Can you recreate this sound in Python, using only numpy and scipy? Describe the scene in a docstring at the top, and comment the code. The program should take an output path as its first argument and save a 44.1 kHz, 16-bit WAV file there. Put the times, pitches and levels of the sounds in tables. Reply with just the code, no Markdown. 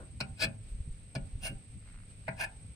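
"""Outdoors at a bench, a hand-held knife is set on a small whetstone with a tap, then pushed along it
in a short, gritty stroke, three times. Steel catching on grain sets blade and stone ringing briefly,
and the bench thuds underneath. Hand or blade brushes faintly and the grip creaks. Behind it sits a
bed of far hiss, motor hum and high, throbbing insects, while wind bumps the microphone."""
import sys
import numpy as np
from scipy import signal
from scipy.fft import rfft, irfft
from scipy.io import wavfile

SR = 44100
rng = np.random.default_rng(int(sys.argv[2]) if len(sys.argv) > 2 else 0)


def wav_out(sig):
    """Save sig, one row per channel (or a flat mono array), as 16-bit PCM at SR to the path in sys.argv[1]."""
    wavfile.write(sys.argv[1], SR, np.round(np.clip(np.atleast_2d(sig).T, -1, 1) * 32767).astype(np.int16))


N = 121275
T = np.arange(N) / SR
SHORT_T = T[:SR // 2]   # time within one contact or echo tail
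PRE_ROLL_S = .01

# far hiss, with a silent band cut out at 10-12 kHz: f/Hz, level/dB
AIR_EQ = [(90, -49.5), (150, -2), (220, -13.5), (310, -20.5), (450, -15.5), (650, -22), (950, -28.5),
          (1400, -26.5), (1900, -25), (2350, -21), (2750, -23), (3300, -26.5), (4200, -26.5), (5500, -32),
          (6800, -35.5), (7300, -50), (8300, -8), (9500, -41.5), (10200, -123), (11200, -124), (12200, -84),
          (12900, -39), (14200, -49), (15000, -70), (15600, -65.0)]
# left-right likeness of hiss and wind: f/Hz, likeness/0-1
STEREO_LIKENESS = [(30, 1), (80, 0.84), (290, 0.98), (640, 0.66), (1400, 0.11), (8300, 0), (15000, 0.033)]
# wind rumble on the microphone: t/s, level/dB
RUMBLE_FADER = [(0.0, -50), (0.21, -50), (0.33, -50), (0.64, -52), (0.86, -53), (1.08, -53.5),
                (1.24, -48.5), (1.39, -47.5), (1.65, -51), (2.75, -54.5)]
# its tone: f/Hz, level/dB
RUMBLE_EQ = [(30, -28), (60, 1), (90, -0.5), (150, -8), (300, -19.5), (600, -77.5)]
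# the deepest buffeting: t/s, level/dB
BUFFET_FADER = [(0.0, -63), (0.05, -54), (0.16, -57), (0.2, -63), (0.32, -52), (0.37, -82), (0.45, -58),
                (0.49, -64), (0.65, -43), (0.69, -50), (0.73, -45), (0.84, -39.5), (0.87, -44), (0.91, -45),
                (0.94, -40), (0.97, -51), (1.18, -57), (1.25, -41.5), (1.29, -64), (1.37, -42), (1.53, -51),
                (1.56, -43), (1.62, -79), (1.88, -53.5), (1.91, -52), (1.97, -51), (2.0, -53), (2.34, -64),
                (2.35, -50), (2.75, -63.5)]
# its tone: f/Hz, level/dB
BUFFET_EQ = [(10, -11), (28, 12.5), (48, 8), (80, -19), (200, -82)]
# single wind bumps: t/s, level/dB, f/Hz, signed gain
WIND_BUMPS = [(0.719, -30.5, 46.6, -1.1), (0.746, -28.5, 48, -1), (0.802, -23, 70, 0.92),
              (0.875, -29, 115, 0.97), (0.889, -26, 119, 0.59), (0.904, -26.5, 33.8, 0.86),
              (1.246, -32.5, 83.5, -1.26), (1.331, -31.5, 62.5, 1), (1.353, -22.5, 81, 0.98),
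              (1.699, -35.5, 61.4, 0.79)]
# modes of blade and stone: f/Hz, level over the grit/dB, t60/s, pan left/dB, left phase lead/rad
BLADE_MODES = [(651, 3, 0.049, 14, 0), (768.7, 5.5, 0.089, -10, -2), (1440.7, 4.5, 0.067, 12.5, 2.5),
               (1575.5, 5, 0.046, -12, 3), (1746, 6.5, 0.047, 12, -1.5), (2180, 2, 0.079, 23.5, -4.5),
               (2314, 3, 0.047, 20.5, -1), (2393, -8, 0.11, 1, 1), (2495, 12, 0.05, 0, 2.5),
               (2633, 6.5, 0.045, 1, 2), (2800, 11.5, 0.052, -7.5, 3), (3466, 7, 0.034, -4, -1.4),
               (4270, 0.5, 0.083, -9, -2.5), (4450, 2, 0.022, 21, -0.1), (4922, 0.5, 0.034, 14.5, 0.23),
               (5510, 5, 0.032, -9, 4.56), (8150, 11.5, 0.035, -18, 0.6), (9260, 11.5, 0.012, -5.5, 1.08),
               (14100, 4, 0.011, -4, 2.5)]
# modes of the bench: f/Hz, relative level/dB, t60/s
BENCH_MODES = [(135.6, 1, 0.18), (185.5, -7.5, 0.19), (229, -5.5, 0.068), (320.6, -19.5, 0.05),
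               (405.4, -16, 0.12), (557, -15, 0.15)]
# nearby echoes, band by band: f/Hz, t60/s
ECHO_DECAYS = [(300, 0.33), (800, 0.32), (1600, 0.15), (3000, 0.096), (6000, 0.027), (12000, 0.06)]
# the blade lands on the stone: t/s, level/dB, rattle t60/s, thud/dB, snap/dB, bounce delay/s
BLADE_TAPS = [(0.2036, -24, 0.017, -26, -40, 0.006), (1.152, -30, 0.017, -25.5, -43.5, .005),
              (2.28, -24, .018, -27, -70, 0.00783)]
# tone of the rattle, one curve a tap: f/Hz, level/dB
TAP_EQS = [
    [(150, -43), (300, -22), (420, -16.5), (680, 1), (850, -1.5), (1130, -9.5), (1450, 7.5), (1700, -17),
     (1920, -7.5), (2500, -5), (2800, -9), (3200, -17.5), (4200, -6.5), (5000, -3.5), (6300, -17),
     (7200, -34), (8100, -23), (9250, -21.5), (10300, -34.5), (11700, -44), (13000, -30), (14200, -40),
     (15100, -55), (15700, -67.5)],
    [(150, -22), (300, -2), (420, -11.5), (680, 3.5), (850, -2), (1130, -16), (1450, -10.5), (1700, -6),
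     (1920, -16.5), (2500, -6), (2800, -10.5), (3200, -19), (4200, -18), (5000, -10.5), (6300, -15),
     (7200, -42), (8100, -41), (9250, -33), (10300, -26), (11700, -58.5), (13000, -52), (14200, -51.5),
     (15100, -59.0), (15700, -68.0)],
    [(150, -41.5), (300, -30), (420, -20), (680, -5), (850, 0.0), (1130, -12), (1450, -6.5), (1700, -5.5),
     (1920, -1.5), (2500, -12.5), (2800, -21), (3200, -33), (4200, -28.5), (5000, -31), (6300, -51.0),
     (7200, -48), (8100, -39), (9250, -39.0), (10300, -68.0), (11700, -54.0), (13000, -42), (14200, -43),
     (15100, -60), (15700, -73.5)],
]
# bright snap on top of a tap: f/Hz, level/dB
SNAP_EQ = [(3000, -54), (6000, -8), (9200, 32), (11500, -44), (13800, 10), (15500, -3)]
# pressure of the edge on the stone, one curve a stroke: t/s, level/dB
STROKE_FADERS = [
    [(0.365, -71), (.39, -49), (.41, -35), (.42, -30), (0.437, -28.5), (.449, -29), (.455, -48),
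     (0.475, -61), (.5, -78)],
    [(1.395, -85), (1.418, -58), (1.43, -47.5), (1.453, -37), (1.465, -37.5), (1.476, -38.5), (1.485, -53),
     (1.5, -57.5), (1.535, -75)],
    [(2.365, -58.5), (2.39, -46.5), (2.4, -34.5), (2.412, -32), (2.43, -37.5), (2.447, -34), (2.456, -59),
     (2.475, -63), (2.5, -80)],
]
# tone of the grit, one curve a stroke: f/Hz, level/dB
STROKE_EQS = [
    [(150, -29), (300, -10.5), (420, -21), (680, -12), (850, -10.5), (1130, -17.5), (1450, -7), (1700, -5),
     (1920, -21), (2500, -4), (2800, -12.5), (3200, -14.5), (4200, -12), (5000, -9.5), (6300, -21.5),
     (7200, -27.5), (8100, -20), (9250, -26.5), (10300, -19.5), (11700, -37), (13000, -38), (14200, -27),
     (15100, -43), (15700, -37.0)],
    [(150, -48), (300, -28), (420, -17.5), (680, -10.5), (850, -6), (1130, -18.5), (1450, -10),
     (1700, -4.5), (1920, -14.0), (2500, -9), (2800, -1.5), (3200, -15), (4200, -17.5), (5000, -11.5),
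     (6300, -13.5), (7200, -26.5), (8100, -30), (9250, -9), (10300, -17), (11700, -41), (13000, -25),
     (14200, -18), (15100, -24), (15700, -42.0)],
    [(150, -50), (300, -34), (420, -23.5), (680, -10), (850, 4), (1130, -16), (1450, -12.5), (1700, 2),
     (1920, -13.5), (2500, -2.5), (2800, -9), (3200, -18.5), (4200, -22), (5000, -17), (6300, -20.5),
     (7200, -33), (8100, -36), (9250, -17.5), (10300, -25), (11700, -45), (13000, -30), (14200, -27),
     (15100, -28), (15700, -42.0)],
]
# bench rumble under each stroke: level against the stroke/dB, delay/s
STROKE_RUMBLES = [(-4.5, 0.027), (0, 0.0522), (-13.5, 0.0092)]
# swishes of hand or blade: middle t/s, length/s, level/dB, f/Hz
SWISHES = [(.715, 0.068, -77, 9200), (1.93, 0.37, -68.5, 1880), (2.276, 0.023, -56, 2050)]
# ticks of the creaking grip: t/s, drive level/dB
GRIP_TICKS = [(1.8258, -57), (1.8587, -51.5), (1.872, -52), (1.8768, -48), (1.8875, -49), (1.8996, -50),
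              (1.9104, -53), (1.9433, -47), (1.9503, -49), (1.9598, -46), (1.9764, -48), (1.9882, -48),
              (2.0027, -47.5), (2.0352, -50), (2.238, -53), (2.562, -58)]


def amp(db):
    """Decibels to gain."""
    return 10 ** (np.asarray(db) / 20)


def unit_rms(x):
    """Scale to rms 1."""
    return x / np.sqrt(np.mean(x ** 2) + 1e-20)


def at_hz(curve, hz):
    """Read a curve on a log-frequency axis."""
    freqs, values = np.transpose(curve)
    return np.interp(np.log(hz + 1), np.log(freqs), values)


def equalise(x, eq):
    """Shape a signal with an EQ curve in dB."""
    size = x.shape[-1]
    return irfft(rfft(x) * amp(at_hz(eq, np.arange(size // 2 + 1) * SR / size)), size)


def drift(hz):
    """Smooth random modulation, rms 1."""
    r = np.exp(-2 * np.pi * hz / SR)
    return unit_rms(signal.lfilter([1], [1, -2 * r, r * r], rng.standard_normal(N + SR))[SR:])


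def ring(x, hz, t60, phase=0.):
    """A resonator: a unit click rings as a decaying sine of height 1."""
    r, w = amp(-60 / (t60 * SR)), 2 * np.pi * hz / SR
    return signal.lfilter([np.sin(phase), r * np.sin(w - phase)], [1, -2 * r * np.cos(w), r * r], x + 1e-18)


def wide_noise(eq):
    """Coloured stereo noise, centred in the bass and wide in the treble; rms 1."""
    mid, side = rfft(rng.standard_normal((2, N)))
    hz = np.arange(len(mid)) * SR / N
    alike = np.clip(at_hz(STEREO_LIKENESS, hz), 0, 1)
    stereo = np.sqrt(1 + alike) * mid + np.sqrt(1 - alike) * side * [[1], [-1]]
    return unit_rms(irfft(stereo * amp(at_hz(eq, hz)), N))


def pitched_noise(shape, hz, width_hz):
    """Noise sent twice through one resonance; rms 1."""
    t60 = np.log(1000) / (np.pi * width_hz)
    return unit_rms(ring(ring(rng.standard_normal(shape), hz, t60), hz, t60))


def air():
    """Far hiss with a slight waver in level and a silent band cut out at 10-12 kHz."""
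    return amp(-59.5 + drift(hz=7.6)) * wide_noise(AIR_EQ)


def motor():
    """A far motor hums on one low, unsteady note."""
    return amp(-55.5) * pitched_noise(N, hz=104.5, width_hz=3.7)


def insects(throbs_per_s=17.6, peak_s=.98, depth_db=4.5, pan_right_db=6):
    """Insects shrill in a high band that throbs and flickers."""
    throb_db = depth_db * np.abs(np.cos(np.pi * throbs_per_s * (T - peak_s))) ** 7.5
    level_db = -68 + throb_db + 3.3 * drift(hz=40) + pan_right_db / 2 * np.array([[-1], [1]])
    return amp(level_db) * pitched_noise((2, N), hz=8354, width_hz=556)


def wind(gust_db=2.5, bump_cycles=4.44):
    """Wind hits the microphone: gusty rumble, deep buffeting and single low bumps."""
    rumble_db = np.interp(T, *np.transpose(RUMBLE_FADER)) + gust_db * drift(hz=12)
    out = amp(rumble_db) * wide_noise(RUMBLE_EQ)
    out += amp(np.interp(T, *np.transpose(BUFFET_FADER))) * wide_noise(BUFFET_EQ)
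    for s, db, hz, gain in WIND_BUMPS:
        lowpass = signal.butter(2, 2 * hz, fs=SR, output="sos")
        puff = signal.sosfilt(lowpass, signal.unit_impulse(N, int(s * SR)))
        out += gain * amp(db) * ring(puff, hz, t60=bump_cycles / hz)
    return out


def grit(size, hits_per_s=12000, spread_db=3):
    """Dense random micro-impacts of steel on grain; rms 1."""
    hits = amp(spread_db * np.minimum(rng.exponential(1, size), 5)) * rng.choice([-1, 1], size)
    return unit_rms(hits * (rng.random(size) < hits_per_s / SR))


def mic_ports(x, hz=1410, width_hz=1520):
    """The left port hears the sound straight, the right with one band turned in phase."""
    r = np.exp(-np.pi * width_hz / SR)
    poles = [1, -2 * r * np.cos(2 * np.pi * hz / SR), r * r]
    return np.array([x, signal.lfilter(poles[::-1], poles, x)])


def contact(start_s, envelope, eq, thud, scatter_db=2.5):
    """Grit sounds directly and rings blade and stone; under the thud envelope it shakes the bench."""
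    scrape = equalise(grit(len(envelope)) * envelope, eq)
    out = mic_ports(scrape)
    for hz, db, t60, pan_db, lead in BLADE_MODES:
        gain = amp(db + rng.normal(0, scatter_db)) * 2 * np.log(1000) / (t60 * SR)
        out[0] += gain * amp(pan_db / 2) * ring(scrape, hz, t60, lead)
        out[1] += gain * amp(-pan_db / 2) * ring(scrape, hz, t60)
    out *= np.sqrt(np.mean(envelope ** 2) / np.mean(out ** 2))   # the envelope sets the loudness
    bench = sum(amp(db) * unit_rms(ring(grit(len(thud)) * thud, hz, t60)) for hz, db, t60 in BENCH_MODES)
    out += bench * np.max(thud) / np.max(np.abs(bench))
    return np.pad(out, ((0, 0), (int(start_s * SR), N)))[:, :N]


def opening_ring(t60=.2):
    """The dull ring of an earlier stroke dies away as the scene opens."""
    decay = amp(-48 - 60 * SHORT_T / t60)
    return contact(0, decay, eq=[(400, 1), (1600, -8), (3000, -41)], thud=decay)


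def echoes(x, send_db=-4):
    """Nearby echoes blur into a short tail that dies faster in the treble."""
    tail = 0
    for hz, t60 in ECHO_DECAYS:
        band = signal.butter(2, [hz / 1.5, hz * 1.4], "band", fs=SR, output="sos")
        wash = signal.sosfilt(band, rng.standard_normal((2, len(SHORT_T))))
        tail += wash * amp(-60 * SHORT_T / t60) / np.sqrt(t60)
    return amp(send_db) * signal.fftconvolve(x, tail / np.sqrt(SR / 14), axes=1)[:, :N]


def strike(t, t60, attack_s=.00092):
    """Envelope of a hit: sharp attack, exponential decay."""
    return np.clip(t / attack_s, 0, 1) * amp(-60 * t / t60)


def taps(settle_t60=.08, snap_t60=.014, thud_delay_s=.00733):
    """The blade lands with a bright snap, bounces once and settles; the bench thuds just after."""
    t, out = SHORT_T - PRE_ROLL_S, 0
    settle = amp(-19 - 60 * t / settle_t60) * (t > 0)
    for (s, db, t60, thud_db, snap_db, bounce_s), eq in zip(BLADE_TAPS, TAP_EQS):
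        bounce = amp(-2.5) * strike(t - bounce_s, t60)
        rattle = amp(db) * (strike(t, t60) + bounce + settle)
        thud = amp(thud_db) * strike(t - thud_delay_s, t60)
        out += contact(s - PRE_ROLL_S, rattle, eq, thud)
        snap = amp(snap_db - 60 * np.clip(T - s, 0, 1) / snap_t60) * (T > s)
        out += snap * unit_rms(equalise(grit(N), SNAP_EQ))
    return out


def strokes(chatter_db=1.2, chatter_hz=180):
    """The edge is pushed along the stone, chattering on the grain while the bench rumbles."""
    out = 0
    for fader, eq, (rumble_db, delay_s) in zip(STROKE_FADERS, STROKE_EQS, STROKE_RUMBLES):
        times, levels = np.transpose(fader)
        start_s = times[0] - PRE_ROLL_S
        push_db = np.interp(SHORT_T + start_s, times, levels, left=-120, right=-120)
        push = amp(push_db + chatter_db * drift(chatter_hz)[:len(SHORT_T)])
        rumble = amp(rumble_db) * np.roll(push, int(delay_s * SR))
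        out += contact(start_s, push, eq, rumble)
    return out


def brushes():
    """Hand or blade brushes lightly: soft swells of band-passed grit."""
    out = 0
    for s, length, db, hz in SWISHES:
        band = signal.butter(2, [hz / 1.3, hz * 1.3], "band", fs=SR, output="sos")
        swell = np.cos(np.pi * np.clip((T - s) / length, -.5, .5))
        out += amp(db) * swell * unit_rms(signal.sosfilt(band, [grit(N), grit(N)]))
    return out


def grip_creaks(modes_hz=(1460, 2140, 2660, 4050), t60=.0082):
    """The grip creaks in dry ticks, each a click through four damped resonances."""
    clicks = np.zeros(N)
    times, levels = np.transpose(GRIP_TICKS)
    clicks[(times * SR).astype(int)] = amp(levels) / 2
    ticks = sum(ring(clicks, hz, t60) * 1500 / hz for hz in modes_hz)
    return np.array([ticks, np.roll(ticks, 3)])   # the right side lags a hair


def scene():
    """Knife work up close over a bed of wind, hiss, motor and insects."""
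    knife = strokes() + taps() + opening_ring()
    return knife + echoes(knife) + grip_creaks() + brushes() + wind() + air() + motor() + insects()


def record(dry, cutoff_hz=15250):
    """A steep low-pass takes off the very top."""
    return signal.sosfilt(signal.ellip(10, .5, 60, cutoff_hz, fs=SR, output="sos"), dry)


dry = scene()
out = record(dry)
wav_out(out)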